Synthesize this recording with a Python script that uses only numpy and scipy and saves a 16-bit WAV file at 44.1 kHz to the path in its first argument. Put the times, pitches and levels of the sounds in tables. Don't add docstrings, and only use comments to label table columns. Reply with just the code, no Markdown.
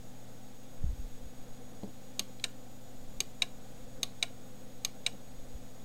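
import sys
import numpy as np
from scipy import signal
from scipy.fft import rfft, irfft, next_fast_len
from scipy.io import wavfile
from scipy.ndimage import uniform_filter1d, map_coordinates

SR = 44100
rng = np.random.default_rng(int(sys.argv[2]) if len(sys.argv) > 2 else 0)


def materialize(psi):
    bounded = np.clip(np.atleast_2d(psi).T, -1, 1)
    quanta = np.round(bounded * 32767).astype(np.int16)
    wavfile.write(sys.argv[1], SR, quanta)


def ratio_of_db(decibels):
    return 10 ** (np.asarray(decibels, float) / 20)


N = 257852
T = np.arange(N) / SR

# start_s, level_db (peak), knock_db, rattle_db
PRESSES = [
    (2.1943, -12.5, -29, -19.5),
    (3.2045, -11.5, -29.5, -21),
    (4.0312, -13, -29, -19),
    (4.8488, -12.5, -31.5, -19.5),
]
# start_s, level_db (peak), knock_db, rattle_db
RELEASES = [
    (2.4407, -15.5, -23.5, -23.5),
    (3.421, -13.5, -25.5, -26),
    (4.227, -13.5, -24, -26.5),
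    (5.0643, -13, -24.5, -26.5),
]
# pitch_hz, level_db, t60_s
PRESS_MODES = [(2350, -14.5, 0.024), (2750, -16.5, 0.044), (3290, -11.5, 0.024), (3485, -15.5, 0.042),
               (3810, -8, 0.026), (4416, -13.5, 0.017), (4590, -19, 0.021), (5020, -13, 0.02),
               (6420, 4.5, 0.0085), (7440, -6, 0.0086), (8400, -4, 0.0095), (9970, -17.5, 0.014),
               (11980, -20, 0.024), (13900, -25, .015)]
# pitch_hz, level_db, t60_s
RELEASE_MODES = [(2050, -14, 0.035), (2326, -5.5, 0.043), (2726, -12.5, 0.054), (3450, -13, 0.045),
                 (3863, 0.5, 0.049), (4280, -11.5, 0.038), (4890, -12.5, 0.038), (6340, -7, 0.034),
                 (8050, -27, 0.024), (8570, -9.5, 0.034), (9310, -20, .02), (11750, -31, 0.016),
                 (13700, -29, .012)]
# pitch_hz, level_db, t60_s
PRESS_KNOCK = [(202, -4, 0.048), (423, -0.5, 0.031), (554, -0.5, 0.033), (715, -0.5, 0.034),
               (1105, 3, 0.025), (1196, -18, .03)]
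# pitch_hz, level_db, t60_s
RELEASE_KNOCK = [(517, -9, 0.071), (680, 1.5, 0.02), (1035, -4, 0.033), (1423, -9, 0.11),
                 (1560, -20, 0.013)]
# pitch_hz, density_db (per Hz)
PRESS_RATTLE = [(1750, -25), (2100, -1), (2500, -7), (3600, 2), (4900, -2.5), (5700, -12.5), (7000, -9),
                (9000, -12), (11000, -16), (13800, -14), (16500, -35)]
# pitch_hz, density_db (per Hz)
RELEASE_RATTLE = [(1100, -31), (1700, -2), (3000, -4.5), (4500, -7), (5600, -7.5), (6600, -10), (8600, -5),
                  (10000, -20), (13800, -17), (15000, -28), (16500, -36)]


def button():
    down = snaps(PRESSES, PRESS_MODES, PRESS_KNOCK, PRESS_RATTLE, free_s=0.0058, lead_s=0.00073, rise_s=0.0011,
                 rattle_gain_db=14, near_db=-7, wet_db=-15)
    up = snaps(RELEASES, RELEASE_MODES, RELEASE_KNOCK, RELEASE_RATTLE, free_s=0.0053, lead_s=0.0015,
               rise_s=0.0019, rattle_gain_db=20, near_db=-2, wet_db=-13.5)
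    return down + up


# pitch_hz, t60_s
NEARBY = [(1000, 0.075), (3000, 0.024), (6500, 0.022), (9000, 0.01), (14000, 0.027)]
# pitch_hz, t60_s
ROOM = [(300, 0.53), (1500, 0.33), (4000, 0.2), (9000, 0.17), (15000, 0.2)]


def snaps(events, modes, knock_modes, rattle_colour, free_s, lead_s, rise_s, rattle_gain_db, near_db, wet_db):
    track = np.zeros(N + SR)
    t = np.arange(SR // 5) / SR
    habit = rng.random((len(modes), 1))
    seated = 1 / (1 + np.exp(-np.clip((t - free_s) / 0.0004, -50, 50)))
    choke = ratio_of_db(-22 * seated)
    shaking = noise(rattle_colour)
    usual_rattle = burst(shaking, 0, rise_s, t60=0.016)
    nearby = tail(NEARBY, gap_s=0.0032)
    for start_s, level_db, knock_db, rattle_db in events:
        phase = habit + 0.06 * rng.standard_normal(habit.shape)
        bell = ring(modes, phase, rise_s, scatter_db=1.5) * choke
        fresh_rattle = burst(shaking, start_s, rise_s, t60=0.018)
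        rattle = ratio_of_db(rattle_db + rattle_gain_db) * (usual_rattle + 0.45 * fresh_rattle)
        knock = ratio_of_db(knock_db + 2) * ring(knock_modes, 0, 0.00049, scatter_db=3.5)
        direct = ratio_of_db(level_db - 3) * (bell + rattle + knock)
        spread = ratio_of_db(level_db - 3) * (ratio_of_db(-12) * bell + rattle + knock)
        onset_s = start_s - lead_s
        add(track, onset_s, direct)
        add(track, onset_s, ratio_of_db(near_db) * signal.fftconvolve(spread, nearby))
        add(track, onset_s, ratio_of_db(wet_db) * signal.fftconvolve(spread, tail(ROOM, gap_s=0.009)))
    return track[:N]


# start_s, level_db
TOUCHES = [
    (1.534, -62),
    (1.834, -51),
    (2.3975, -46.5),
]
# pitch_hz, level_db, t60_s
TOUCH_MODES = [(2400, 1, 0.008), (3240, -3, 0.0092), (4060, 4, 0.0097)]
# start_s, level_db
THUDS = [
    (1.833, -33),
    (1.875, -42.5),
    (1.891, -58),
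    (2.197, -42),
    (5.134, -44.5),
]
# pitch_hz, level_db, t60_s
THUD_MODES = [(207, -0.5, 0.097), (286, 1.5, 0.036), (410, -11, 0.092), (560, -2, 0.032),
              (646, -8.5, 0.021), (770, -28, 0.0073)]


def handling():
    track = np.zeros(N + SR)
    shaking = noise(PRESS_RATTLE)
    for start_s, level_db in TOUCHES:
        phase = rng.random((len(TOUCH_MODES), 1))
        tick = ring(TOUCH_MODES, phase, 0.00053, scatter_db=3)
        rub = ratio_of_db(-1) * burst(shaking, start_s, 0.0006, t60=0.016)
        add(track, start_s, ratio_of_db(level_db) * (tick + rub))
    for start_s, level_db in THUDS:
        bump = ratio_of_db(level_db) * ring(THUD_MODES, 0, 0.00071, scatter_db=1)
        add(track, start_s, bump)
        add(track, start_s, ratio_of_db(-10.5) * signal.fftconvolve(bump, tail(NEARBY, gap_s=0.0054)))
    return track[:N]


# pitch_hz, density_db (per Hz)
SWAY = [(3, -57), (8, 17), (20, -4), (45, -5.5), (90, -44), (200, -66)]
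# start_s (peak), level_db, fade_s
GUSTS = [
    (.03, -59, .2),
    (.85, -43.5, 0.42),
    (1.3, -48.5, 0.13),
    (2.64, -54, .15),
    (3.08, -44.5, 0.22),
    (3.55, -48, .2),
    (3.85, -46, 0.17),
    (4.72, -50, 0.11),
    (5.4, -42, 0.19),
]
# start_s, level_db, width_s (first eddy), count
PUFFS = [
    (.8432, -18.5, .0017, 5),
    (1.237, -35, .005, 3),
]
# start_s, level_db, width_s
SHOVES = [(.837, -17.5, 0.013), (.847, -23, .005), (0.935, -26.5, 0.0028), (.998, -24.5, .004),
          (1.053, -23.5, .008), (3.04, -28.5, 0.024), (3.16, -35, 0.0088), (5.375, -38, 0.008),
          (5.451, -31.5, 0.024), (5.557, -26.5, .004), (5.63, -34, .012)]


def air():
    gap_s, gap_scatter, loss_db, later_width_s = 0.0153, 0.11, 1.2, 0.0042
    humps = sum(eddy(*row) for row in SHOVES)
    for start_s, level_db, first_width_s, count in PUFFS:
        late, size = rng.standard_normal((count, 2)).T
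        humps += eddy(start_s, level_db, first_width_s)
        for k in range(1, count):
            eddy_s = start_s + gap_s * (k + gap_scatter * late[k])
            eddy_db = level_db - loss_db * k + 1.7 * size[k]
            humps += eddy(eddy_s, eddy_db, later_width_s)
    strength = ratio_of_db(-60)
    for peak_s, level_db, fade_s in GUSTS:
        distance = np.where(T < peak_s, (peak_s - T) / 0.08, (T - peak_s) / fade_s)
        strength = strength + ratio_of_db(level_db) * np.exp(-distance)
    return humps + strength * noise(SWAY)


def eddy(start_s, level_db, width_s):
    core = np.exp(-0.5 * ((T - start_s) / width_s) ** 2)
    skirt = np.exp(-0.5 * ((T - start_s) / (1.9 * width_s)) ** 2)
    return ratio_of_db(level_db) * (core - skirt / 1.95)


# pitch_hz, level_db (rms)
HUM = [(120, -58.7), (150.03, -70), (200.05, -63), (250.07, -60), (275.05, -70), (350.07, -73),
       (500.1, -74)]
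# pitch_hz, density_db (per Hz)
FAN = [(60, -3), (110, -3), (200, -0.5), (300, -2), (370, -12), (500, 2), (620, -6.5), (780, -4.5),
       (950, -16.5), (1500, -17), (3000, -39)]


def machines():
    fan_db = -56 + 0.53 * wobble(7.24) + 0.53 * wobble(25)
    return tones(HUM) + ratio_of_db(fan_db) * noise(FAN)


# multiple (of the line rate), level_db (rms)
READOUT = [(1, -68), (2, -77)]
# pitch_hz, level_db (rms)
CLOCKS = [(8001.1, -76), (11375, -88), (12629, -88)]
# pitch_hz, density_db (per Hz)
HISS = [(530, -21), (900, -7.5), (1300, -9), (2000, -6.5), (3000, -8), (3500, -3.5), (4200, -7.5),
        (5500, -9), (6500, -7.5), (8200, -10), (9500, -12.5), (12000, -14), (15600, -13.5), (16500, -18)]


def electronics():
    line_hz, lines_per_frame = 6750.13, 900
    frame = (T * line_hz / lines_per_frame + 0.086) % 1
    reading = uniform_filter1d(1.0 * (frame > 0.17), 90)
    whine = reading * tones([(k * line_hz, level_db) for k, level_db in READOUT])
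    clocks = (0.5 + 0.44 * reading) * tones(CLOCKS)
    hiss = ratio_of_db(-62.5 + 0.23 * wobble(5.98)) * noise(HISS)
    return whine + clocks + hiss


def ring(modes, phase, rise_s, scatter_db):
    t = np.arange(SR // 5) / SR
    hz, db, t60 = np.transpose(modes)[:, :, None]
    level = db + scatter_db * rng.standard_normal(db.shape) - 60 * t / t60
    partials = ratio_of_db(level) * np.sin(2 * np.pi * (hz * t + phase))
    return np.sum(partials, 0) * (1 - np.exp(-(t / rise_s) ** 2))


def burst(source, start_s, rise_s, t60):
    t = np.arange(SR // 5) / SR
    envelope = ratio_of_db(-60 * t / t60) * (1 - np.exp(-(t / rise_s) ** 2))
    return envelope * source[round(start_s * SR):][:len(t)]


def tail(decay, gap_s):
    hz, t, z = signal.stft(rng.standard_normal(SR // 3), SR, nperseg=64)
    f, t60 = np.transpose(decay)
    fade = ratio_of_db(-60 * t / np.interp(hz, f, t60)[:, None])
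    echoes = signal.istft(z * fade, SR, nperseg=64)[1]
    return np.pad(echoes, (round(gap_s * SR), 0)) / np.linalg.norm(echoes)


def add(track, start_s, sound):
    track[round(start_s * SR):][:len(sound)] += sound


def tones(lines):
    return sum(ratio_of_db(db) * np.sqrt(2) * np.sin(2 * np.pi * (hz * T + rng.random())) for hz, db in lines)


def noise(spectrum):
    m = next_fast_len(N + 8192)
    white = rfft(rng.standard_normal(m))
    x = irfft(white * ratio_of_db(along(spectrum, np.fft.rfftfreq(m, 1 / SR))), m)[:N]
    return x / np.std(x)


def along(points, hz):
    f, v = np.transpose(points)
    return np.interp(np.log(hz + 1), np.log(f + 1), v, left=-120, right=-120)


def wobble(rate_hz):
    return map_coordinates(rng.standard_normal(int(N * rate_hz / SR) + 4), [T * rate_hz])


def scene():
    return (button() + handling() + air() + machines() + electronics())[None]


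def roll_off(x):
    return signal.sosfilt(signal.butter(12, 16470, fs=SR, output="sos"), x)


def record(dry):
    band_hz, shelf_db, offset = 15850, -36, -0.0087
    hz = np.fft.rfftfreq(N, 1 / SR)
    shelf = ratio_of_db(shelf_db) * (hz < band_hz + 700)
    band = np.where(hz < band_hz, 1, shelf)
    mix = irfft(rfft(dry) * band, N) + offset
    return roll_off(mix)


dry = scene()
out = record(dry)
materialize(out)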